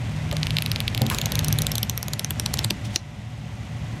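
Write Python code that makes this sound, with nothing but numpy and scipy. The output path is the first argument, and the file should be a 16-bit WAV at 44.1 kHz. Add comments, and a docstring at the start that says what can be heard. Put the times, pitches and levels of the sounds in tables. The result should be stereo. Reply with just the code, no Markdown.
"""A deck of playing cards is riffled by a thumb, close to the microphone in a small, quiet room.
Each card slips off the thumb and snaps against the growing stack; the last one lets go hardest.
Card edges rub with a grainy hiss and the hand bumps the deck, over a low hum and rumble.
The recorder turns itself down after the loudest snap, then slowly comes back up."""
import sys
import numpy as np
from scipy import signal
from scipy.fft import rfft, irfft
from scipy.io import wavfile
from scipy.ndimage import uniform_filter1d, minimum_filter1d

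SR = 44100
rng = np.random.default_rng(int(sys.argv[2]) if len(sys.argv) > 2 else 0)


def generate_wav(signal):
    """Clip the signal to [-1, 1] and save it as 16-bit WAV at the path in sys.argv[1]."""
    frames = np.transpose(np.atleast_2d(signal))
    scaled = np.clip(frames, -1, 1) * 32767
    pcm = np.round(scaled).astype(np.int16)
    wavfile.write(sys.argv[1], SR, pcm)


N = 176400
T = np.arange(N) / SR
SNAP_SIZE, SNAP_LEAD = 2048, 384  # samples in one snap, and how many come before the hit
SNAP_T = (np.arange(SNAP_SIZE) - SNAP_LEAD) / SR
FIRST_S, LAST_S = 0.34, 2.9596  # the stack grows between these times

# tone of the low rumble (frequency [Hz], level [dB])
RUMBLE_TONE = [(20, -58), (33, -39), (48, -7.5), (62, -1.5), (80, -1.5), (115, 3), (150, -3), (178, -10),
               (200, -8), (240, -9.5), (330, -21.5), (500, -61), (4000, -86)]
# loudness of the rumble (time [s], level [dB])
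RUMBLE_LEVELS = [(0, -30.5), (.8, -29), (1.2, -29), (1.5, -25), (1.75, -29.5), (2.0, -34.5), (2.6, -29),
                 (3.0, -33.5), (4, -33)]
# loudness of the two hum tones (time [s], lower tone [dB], upper tone [dB])
HUM_LEVELS = [(0, -31.5, -37.5), (.25, -38, -31.5), (.55, -39, -26.5), (.75, -33.5, -36.5),
              (.95, -52, -43.5), (1.3, -31, -31), (1.55, -34, -25.5), (1.75, -35.5, -43), (2.0, -36.5, -42),
              (2.25, -42, -37.5), (2.55, -32, -43), (2.8, -35.5, -57), (3.05, -33.5, -40), (4, -36, -39.5)]
# tone of the air noise (frequency [Hz], level [dB])
AIR_TONE = [(150, -10), (350, 0), (470, -2.5), (590, 3), (660, -1.5), (740, 1.5), (880, -2), (1000, -2.5),
            (1200, -5), (1700, -6), (2050, -3), (2700, -5.5), (3300, -7), (4500, -14), (6500, -15.5),
            (9000, -28), (12000, -28), (14000, -42), (16500, -46)]
# faint background tones (pitch [Hz], width [Hz], level [dB])
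WHIRR_TONES = [(199, 12.8, -44.5), (587.4, 13.3, -58), (734, 19, -55), (995, 14, -64.5), (1990, 78, -57)]
# tone of the room's echo (frequency [Hz], level [dB])
ECHO_TONE = [(200, -2), (600, 9), (3000, -4), (6000, 2.5), (12000, 0.5), (16000, -14)]
# how far the left microphone opening is ahead of the right (frequency [Hz], phase [radians])
LEFT_LEAD = [(0, 0.015), (5600, 0.34), (9000, 0.91), (12500, 0.94), (16000, 0.74)]
# how much louder the deck is on the left (frequency [Hz], level [dB])
LEFT_BOOST = [(1000, 1.5), (4000, -0.5), (7000, -0.5), (10000, 3), (13000, 5.8)]
# loudness of the rubbing edges (time [s], middle [dB], treble [dB])
RUB_LEVELS = [(0, -42.5, -51.5), (.25, -42, -50.5), (.45, -39.5, -47), (.9, -40.5, -50.5),
              (1.25, -35.5, -47.5), (1.52, -36, -46), (1.72, -39.5, -49.5), (2.0, -51.5, -55),
              (2.25, -49, -53.5), (2.62, -39.5, -48.5), (2.78, -59, -55), (2.95, -47, -57),
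              (3.05, -52, -55.5), (4, -67, -56.5)]
# tone of the rubbing's middle range (frequency [Hz], level [dB])
RUB_MIDDLE_TONE = [(250, 0), (600, 2), (1300, -4), (2300, -0.5), (3500, -5.5), (6000, -17), (16000, -60)]
# tone of the rubbing's treble (frequency [Hz], level [dB])
RUB_TREBLE_TONE = [(2000, -40), (4000, 1.5), (6000, 7), (8500, 6), (9700, 0.5), (12800, -4), (14200, -11),
                   (16500, -38)]
# hand and deck ringing when bumped (time [s], pitch [Hz], decay [s], level [dB])
HAND_BUMPS = [(.319, 597, 0.016, -25.5), (1.012, 517, 0.022, -26.5), (1.016, 770, 0.035, -32),
              (1.016, 217.7, 0.054, -20.5), (2.707, 320, 0.0062, -26)]
# card sliding on card (time [s], rise [s], fall [s], pitch [Hz], width [Hz], level [dB])
CARD_SLIDES = [(1.115, 0.0067, 0.025, 1150, 900, -25.5), (1.115, .012, 0.046, 5000, 9000, -34.5),
               (2.5, 0.017, 0.01, 2600, 2400, -52), (2.853, 0.0071, 0.014, 4100, 4200, -38),
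               (2.956, 0.019, .006, 4167, 4000, -37.5)]
# card edges catching faintly (time [s], level [dB])
EDGE_CATCHES = [(1.4359, -43.5), (2.3793, -45), (2.573, -28), (2.6349, -38), (2.8489, -51)]
# ways the last card vibrates (pitch [Hz], width [Hz], relative level [dB])
LAST_CARD_MODES = [(1920, 290, -12), (2710, 370, -1), (4000, 340, 2), (4740, 330, -1), (5980, 460, 2),
                   (11000, 2000, -11.5)]
# a card's higher vibrations (multiple of the crack pitch [ratio], width [Hz], relative level [dB])
CARD_CRACK_MODES = [(1.001, 576, 2), (1.33, 1210, -9)]
# cards leaving the thumb
# (time [s], body pitch [Hz], body level [dB], crack pitch [Hz], crack level [dB], tick level [dB])
CARD_SNAPS = [(0.3135, 3080, -24.5, 6740, -42, -38), (0.3273, 3240.0, -30, 7700.0, -32.5, -36),
              (0.3679, 4600, -24, 6500, -32.5, -35.5), (0.4311, 4200, -17.5, 6600.0, -30.5, -36),
              (0.4691, 3000.0, -20, 8600.0, -37, -33.5), (0.5066, 3700, -20, 7800.0, -43, -34.0),
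              (0.5685, 3640.0, -13.5, 8200.0, -37, -32), (0.5855, 3400, -14, 7840, -33, -28),
              (0.6225, 3170, -19.5, 6600.0, -36, -22), (0.6618, 4040, -18.5, 9200.0, -40, -27),
              (0.7165, 3280, -17.5, 9200.0, -31, -24.5), (0.7602, 3270.0, -18.5, 7040, -37, -36.5),
              (0.8039, 3500.0, -18.5, 9000.0, -29, -25), (0.8796, 3400, -15, 8900.0, -33.5, -31),
              (0.948, 3250.0, -20.5, 7400.0, -32, -31.5), (0.9772, 3100, -21.5, 7400.0, -39.5, -29.5),
              (1.0181, 3800, -20.0, 7600, -28.5, -23), (1.0656, 2960, -23.5, 7240, -32, -31.0),
              (1.1005, 3560.0, -20.0, 7800, -29.5, -21.5), (1.147, 3840.0, -25, 6900.0, -25, -29),
              (1.1854, 3900, -20.0, 6750, -23, -25), (1.2151, 3600.0, -20, 6840, -25.5, -28),
              (1.258, 3970.0, -22, 6230, -19.5, -24.5), (1.3205, 4160.0, -22, 6100.0, -27, -23.5),
              (1.3547, 3710.0, -21.0, 6240, -23, -23.5), (1.3917, 3910.0, -19.5, 6360, -21.5, -22),
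              (1.446, 4000, -27, 5900.0, -24.0, -23.5), (1.4832, 4100, -26.5, 6200.0, -23.5, -21.5),
              (1.5265, 4200, -24, 6100, -20, -19), (1.5873, 3900, -19, 6900, -27, -19.5),
              (1.6196, 3900, -25.5, 5900, -21.5, -21), (1.6676, 3670, -18, 7660, -20.5, -23),
              (1.7175, 4150.0, -25.5, 5600.0, -22.5, -23), (1.7548, 3850, -21.5, 6400, -25, -24.0),
              (1.7814, 3840, -22, 5900.0, -23, -23), (1.8305, 3700, -18.5, 5640, -23, -18.5),
              (1.8966, 3580.0, -24, 5860, -18.0, -22.5), (1.9766, 3700.0, -31, 5860, -26.0, -20.5),
              (2.029, 3930.0, -31.5, 5860, -25, -25.5), (2.0827, 3780.0, -30, 6800.0, -29.5, -28.0),
              (2.1346, 3600, -21.5, 7060, -23.5, -26.5), (2.1948, 3870, -21.5, 5400, -24.5, -23.5),
              (2.2459, 3760, -27, 5970, -19, -28.5), (2.307, 3240, -24.5, 8200, -27, -21),
              (2.3978, 3790.0, -25, 5500, -19.5, -22.5), (2.461, 3580, -18, 5760, -21, -28),
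              (2.5398, 4230, -22, 6800.0, -21, -20), (2.5909, 3940, -19, 5370, -21.5, -26.5),
              (2.6458, 4300, -17.5, 8500, -20.5, -21.5), (2.7066, 3350, -15.0, 5960, -22, -25)]

# each of these runs in even steps from the first card to the last
BODY_WIDTH_HZ, BODY_LOW_HZ = (2770, 2400, 900, 930, 2600), (1850, 2010, 2830, 2900, 2070)
CONTACT_S, SCRAPE_SHARE = (.00012, .00018, .0004, .0005, .0008), (.6, .8, 1.5, 1.7, 1.9)
TICK_HZ = (10900, 11600, 11900, 11200, 11500)
RATTLE_DB, CHATTER_DB = (-14.5, -0.5, -10), (-35, -18, -16)


def undb(db):
    """Turn decibels into a gain."""
    return 10 ** (np.asarray(db) / 20)


def level(x, db):
    """Set the average (rms) level."""
    return x * undb(db) / np.sqrt(np.mean(x ** 2))


def burst(x, db, span_s=.002):
    """Set a click's level as if all its energy fell within span_s."""
    return x * undb(db) * np.sqrt(span_s * SR / (np.sum(x ** 2) + 1e-18))


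def curve(table, column=1):
    """Gain over time from a table's dB column."""
    table = np.array(table)
    return undb(np.interp(T, table[:, 0], table[:, column]))


def colour(x, points, share=1):
    """Shape the tone along (frequency [Hz], level [dB]) points."""
    hz, db = np.array(points).T
    freqs = np.maximum(np.fft.rfftfreq(x.shape[-1], 1 / SR), 1)
    gain = undb(share * np.interp(np.log(freqs), np.log(hz), db))
    return irfft(rfft(x) * gain, x.shape[-1])


def resonate(x, hz, *widths_hz):
    """Ring at one pitch, once for each width; narrower rings longer."""
    for width in widths_hz:
        x = signal.lfilter(*signal.iirpeak(hz, hz / min(width, SR / 3), fs=SR), x)
    return x


def band_pass(x, low_hz, high_hz):
    """Keep the sound between two frequencies."""
    return signal.sosfilt(signal.butter(3, [low_hz, high_hz], "band", fs=SR, output="sos"), x)


def fade(t, decay_s):
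    """Silent before time zero, then dying away."""
    return (t >= 0) * np.exp(-np.abs(t) / decay_s)


def grit(decay_s):
    """A burst of tiny contacts that builds quickly and dies away."""
    rise_s = 0.42 * min(decay_s, .001)
    shape = np.exp(-np.abs(SNAP_T) / np.where(SNAP_T < 0, rise_s, decay_s))
    contacts = rng.standard_normal(SNAP_SIZE) * shape
    return contacts / np.linalg.norm(contacts)


def noise_band(hz, *widths_hz):
    """Noise gathered around one pitch."""
    return resonate(rng.standard_normal(N), hz, *widths_hz)


def stereo_noise(side_db):
    """Noise for two ears; the lower side_db, the more alike they are."""
    mid, side = rng.standard_normal((2, N))
    return mid + undb(side_db) * side * np.array([[1], [-1]])


def add(out, snap, at_s):
    """Mix a snap in at its time."""
    start = int(round(at_s * SR)) - SNAP_LEAD
    out[start:start + len(snap)] += snap[:len(out) - start]


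def background(hum_hz=(113.24, 153.2), left_db=0.36):
    """Low rumble, two wavering hum tones and soft air noise."""
    low = level(colour(stereo_noise(side_db=-18.5), RUMBLE_TONE), 0) * curve(RUMBLE_LEVELS)
    for column, hz in enumerate(hum_hz, start=1):
        waver = level(noise_band(hz, 16, 16), -9)
        tone = np.sin(2 * np.pi * (hz * T + rng.random()))
        low += level(tone + waver, 0) * curve(HUM_LEVELS, column)
    air = level(colour(stereo_noise(side_db=-11), AIR_TONE), -42.5)
    return low * undb(left_db * np.array([[.5], [-.5]])) + air


def whirr():
    """Faint narrow tones in the room's air noise."""
    return sum(level(noise_band(hz, width, 3 * width), db) for hz, width, db in WHIRR_TONES)


def room_echo(deck, db=-18.5, delay_s=0.0039, fall_60db_s=0.13):
    """A carpeted room answers with a faint, short echo."""
    t = T[:SR // 2]
    tail = colour(rng.standard_normal((2, len(t))), ECHO_TONE)
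    tail *= fade(t - delay_s, fall_60db_s / np.log(1000))
    tail *= undb(db) / np.sqrt(np.sum(tail ** 2) / 2)
    return signal.fftconvolve(deck[None], tail, axes=1)[:, :N]


def microphone(deck):
    """Two microphone openings hear the deck at slightly different levels and times."""
    hz, radians = np.array(LEFT_LEAD).T
    lead = np.interp(np.fft.rfftfreq(N, 1 / SR), hz, radians)
    channels = []
    for side in (1, -1):  # left, right
        shifted = irfft(rfft(deck) * np.exp(.5j * side * lead), N)
        channels.append(colour(shifted, LEFT_BOOST, share=side / 2))
    return np.array(channels)


def rubbing(flicker_db=2.84):
    """Card edges creep under the thumb with a fine, grainy hiss."""
    flicker = level(uniform_filter1d(rng.standard_normal(N), size=120), 0)
    grain = undb(flicker_db * flicker)
    middle = level(colour(grain * stereo_noise(side_db=-12), RUB_MIDDLE_TONE), 0)
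    treble = level(colour(grain * stereo_noise(side_db=0), RUB_TREBLE_TONE), 0)
    return middle * curve(RUB_LEVELS, column=1) + treble * curve(RUB_LEVELS, column=2)


def handling(thump_at_s=1.014, thump_hz=125.8):
    """The deck shifts in the hand: a soft thump, dull bumps and short slides of card on card."""
    age = np.maximum(T - thump_at_s, 0)
    swell = (1 - np.exp(-age / 0.014)) * fade(age, decay_s=0.025)
    out = undb(-6) * np.sin(2 * np.pi * thump_hz * age) * swell
    for at, hz, decay, db in HAND_BUMPS:
        age = T - at
        ring = np.sin(2 * np.pi * hz * age) + level(noise_band(hz, hz / 2, hz), -4)
        out += undb(db) * ring * fade(age, decay) * np.clip(age / 0.0025, 0, 1)
    for at, rise, fall, hz, width, db in CARD_SLIDES:
        swell = np.exp(-np.abs(T - at) / np.where(T < at, rise, fall))
        out += level(noise_band(hz, width, 2 * width), db) * swell
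    return out


def drag():
    """A card's edge drags over the thumb, growing louder until it lets go."""
    friction = rng.standard_normal(SNAP_SIZE) * fade(-SNAP_T, 0.0015)
    return undb(-12.5) * friction / np.linalg.norm(friction)


def chatter(count=3):
    """The edge sticks and slips on the thumb a few times just before the snap."""
    leads_s = rng.uniform(.001, 0.0044, count)
    sizes = rng.standard_normal(count)
    clicks = sum(size * (np.abs(SNAP_T + lead) < .5 / SR) for lead, size in zip(leads_s, sizes))
    return clicks / np.sqrt(count)


def knock(stack, hz=298):
    """The stack gives a hollow thud and a dull tap, louder as it grows from 0 (empty) to 1 (full)."""
    thud = resonate(grit(0.0054), hz, 340, 490)
    tap = band_pass(grit(.003), 500, 3040)
    thinness = 1 - stack ** 2
    return burst(thud, -22.5 - 25 * thinness) + burst(tap, -22.5 - 13 * thinness)


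def crack(push, pitch_hz, scatter_db=3):
    """A card's higher vibrations make a sharp crack, a little different each time."""
    modes = sum(undb(db + scatter_db * rng.standard_normal()) * resonate(push, ratio * pitch_hz, width)
                for ratio, width, db in CARD_CRACK_MODES)
    return band_pass(modes, 5000, 9200)


def last_card(rebound_s=.0011, ring_hz=6150):
    """The last card springs free, slaps the deck, bounces once and rings briefly."""
    out = np.zeros(N)
    for lag, slap_db in ((0, -5.5), (rebound_s, -10.5)):
        push = grit(.0006) + undb(-18.5) * grit(0.0088)
        slap = sum(burst(resonate(push, hz, width, 3 * width), db) for hz, width, db in LAST_CARD_MODES)
        add(out, burst(slap, slap_db), LAST_S + lag)
    ring = np.sin(2 * np.pi * ring_hz * SNAP_T) * fade(SNAP_T, decay_s=.012)
    add(out, burst(ring, -32) + undb(4.5) * knock(stack=0.95), LAST_S)
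    return out


def by_stack(steps, stack):
    """Read a setting for a stack between 0 (empty) and 1 (full)."""
    return np.interp(stack, np.linspace(0, 1, len(steps)), steps)


def riffle(rattle_s=0.0026, slip_from_s=2.5):
    """Each card hits the stack and ticks, rings, rattles and knocks; a thicker stack scrapes longer."""
    out = np.zeros(N)
    for at, body_hz, body_db, crack_hz, crack_db, tick_db in CARD_SNAPS:
        stack = np.clip((at - FIRST_S) / (LAST_S - FIRST_S), 0, 1)
        release = drag() + undb(by_stack(CHATTER_DB, stack)) * chatter()
        scrape = by_stack(SCRAPE_SHARE, stack) * grit(by_stack(CONTACT_S, stack))
        strike = release + (SNAP_T == 0) + scrape  # the one-sample click is the hit itself
        rattle = undb(by_stack(RATTLE_DB, stack)) * grit(rattle_s)
        push = strike + rattle
        body = resonate(push, body_hz, by_stack(BODY_WIDTH_HZ, stack))  # the card's lower ring
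        body = band_pass(body, by_stack(BODY_LOW_HZ, stack), 4810)
        ring = burst(body, body_db) + burst(crack(push, crack_hz), crack_db)
        edge = strike + undb(-3.5) * rattle + grit(0.00019)  # the rattle is duller than the hit
        tick = band_pass(resonate(edge, by_stack(TICK_HZ, stack), 2500), 9000, 14450)
        add(out, ring, at)
        add(out, burst(tick, tick_db), at - .0002 * (2 * stack - 1))
        add(out, knock(stack), at + 0.00052)
        if at > slip_from_s:  # the late cards slip just before they snap
            slip = signal.fftconvolve(ring, grit(rattle_s))[SNAP_LEAD:SNAP_LEAD + SNAP_SIZE]
            add(out, undb(-10) * slip, at - 0.0045)
    for at, db in EDGE_CATCHES:
        add(out, burst(band_pass(grit(0.00036), 2800, 8600), db), at)
    return out


def scene():
    """The deck sits a little to the left, over the room's echo and hum."""
    deck = riffle() + last_card() + handling()
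    return microphone(deck) + room_echo(deck) + rubbing() + background() + whirr()


def record(dry, ceiling_db=-10, recover_db_per_s=6.5, peak_limit=0.68, top_hz=16400):
    """The recorder turns down on a loud snap and recovers slowly; it rounds peaks and cuts the top."""
    power = uniform_filter1d(np.mean(dry ** 2, axis=0), size=32)
    over_db = np.maximum(10 * np.log10(np.maximum(power, 1e-12)) - ceiling_db, 0)
    recovery_db = recover_db_per_s * T
    cut_db = np.maximum.accumulate(over_db + recovery_db) - recovery_db
    gain = uniform_filter1d(minimum_filter1d(undb(-cut_db), size=64), size=64)
    lowered = dry * gain
    rounded = lowered / (1 + (lowered / peak_limit) ** 6) ** (1 / 6)
    return signal.sosfilt(signal.ellip(8, .2, 70, top_hz, fs=SR, output="sos"), rounded)


dry = scene()
out = record(dry)
generate_wav(out)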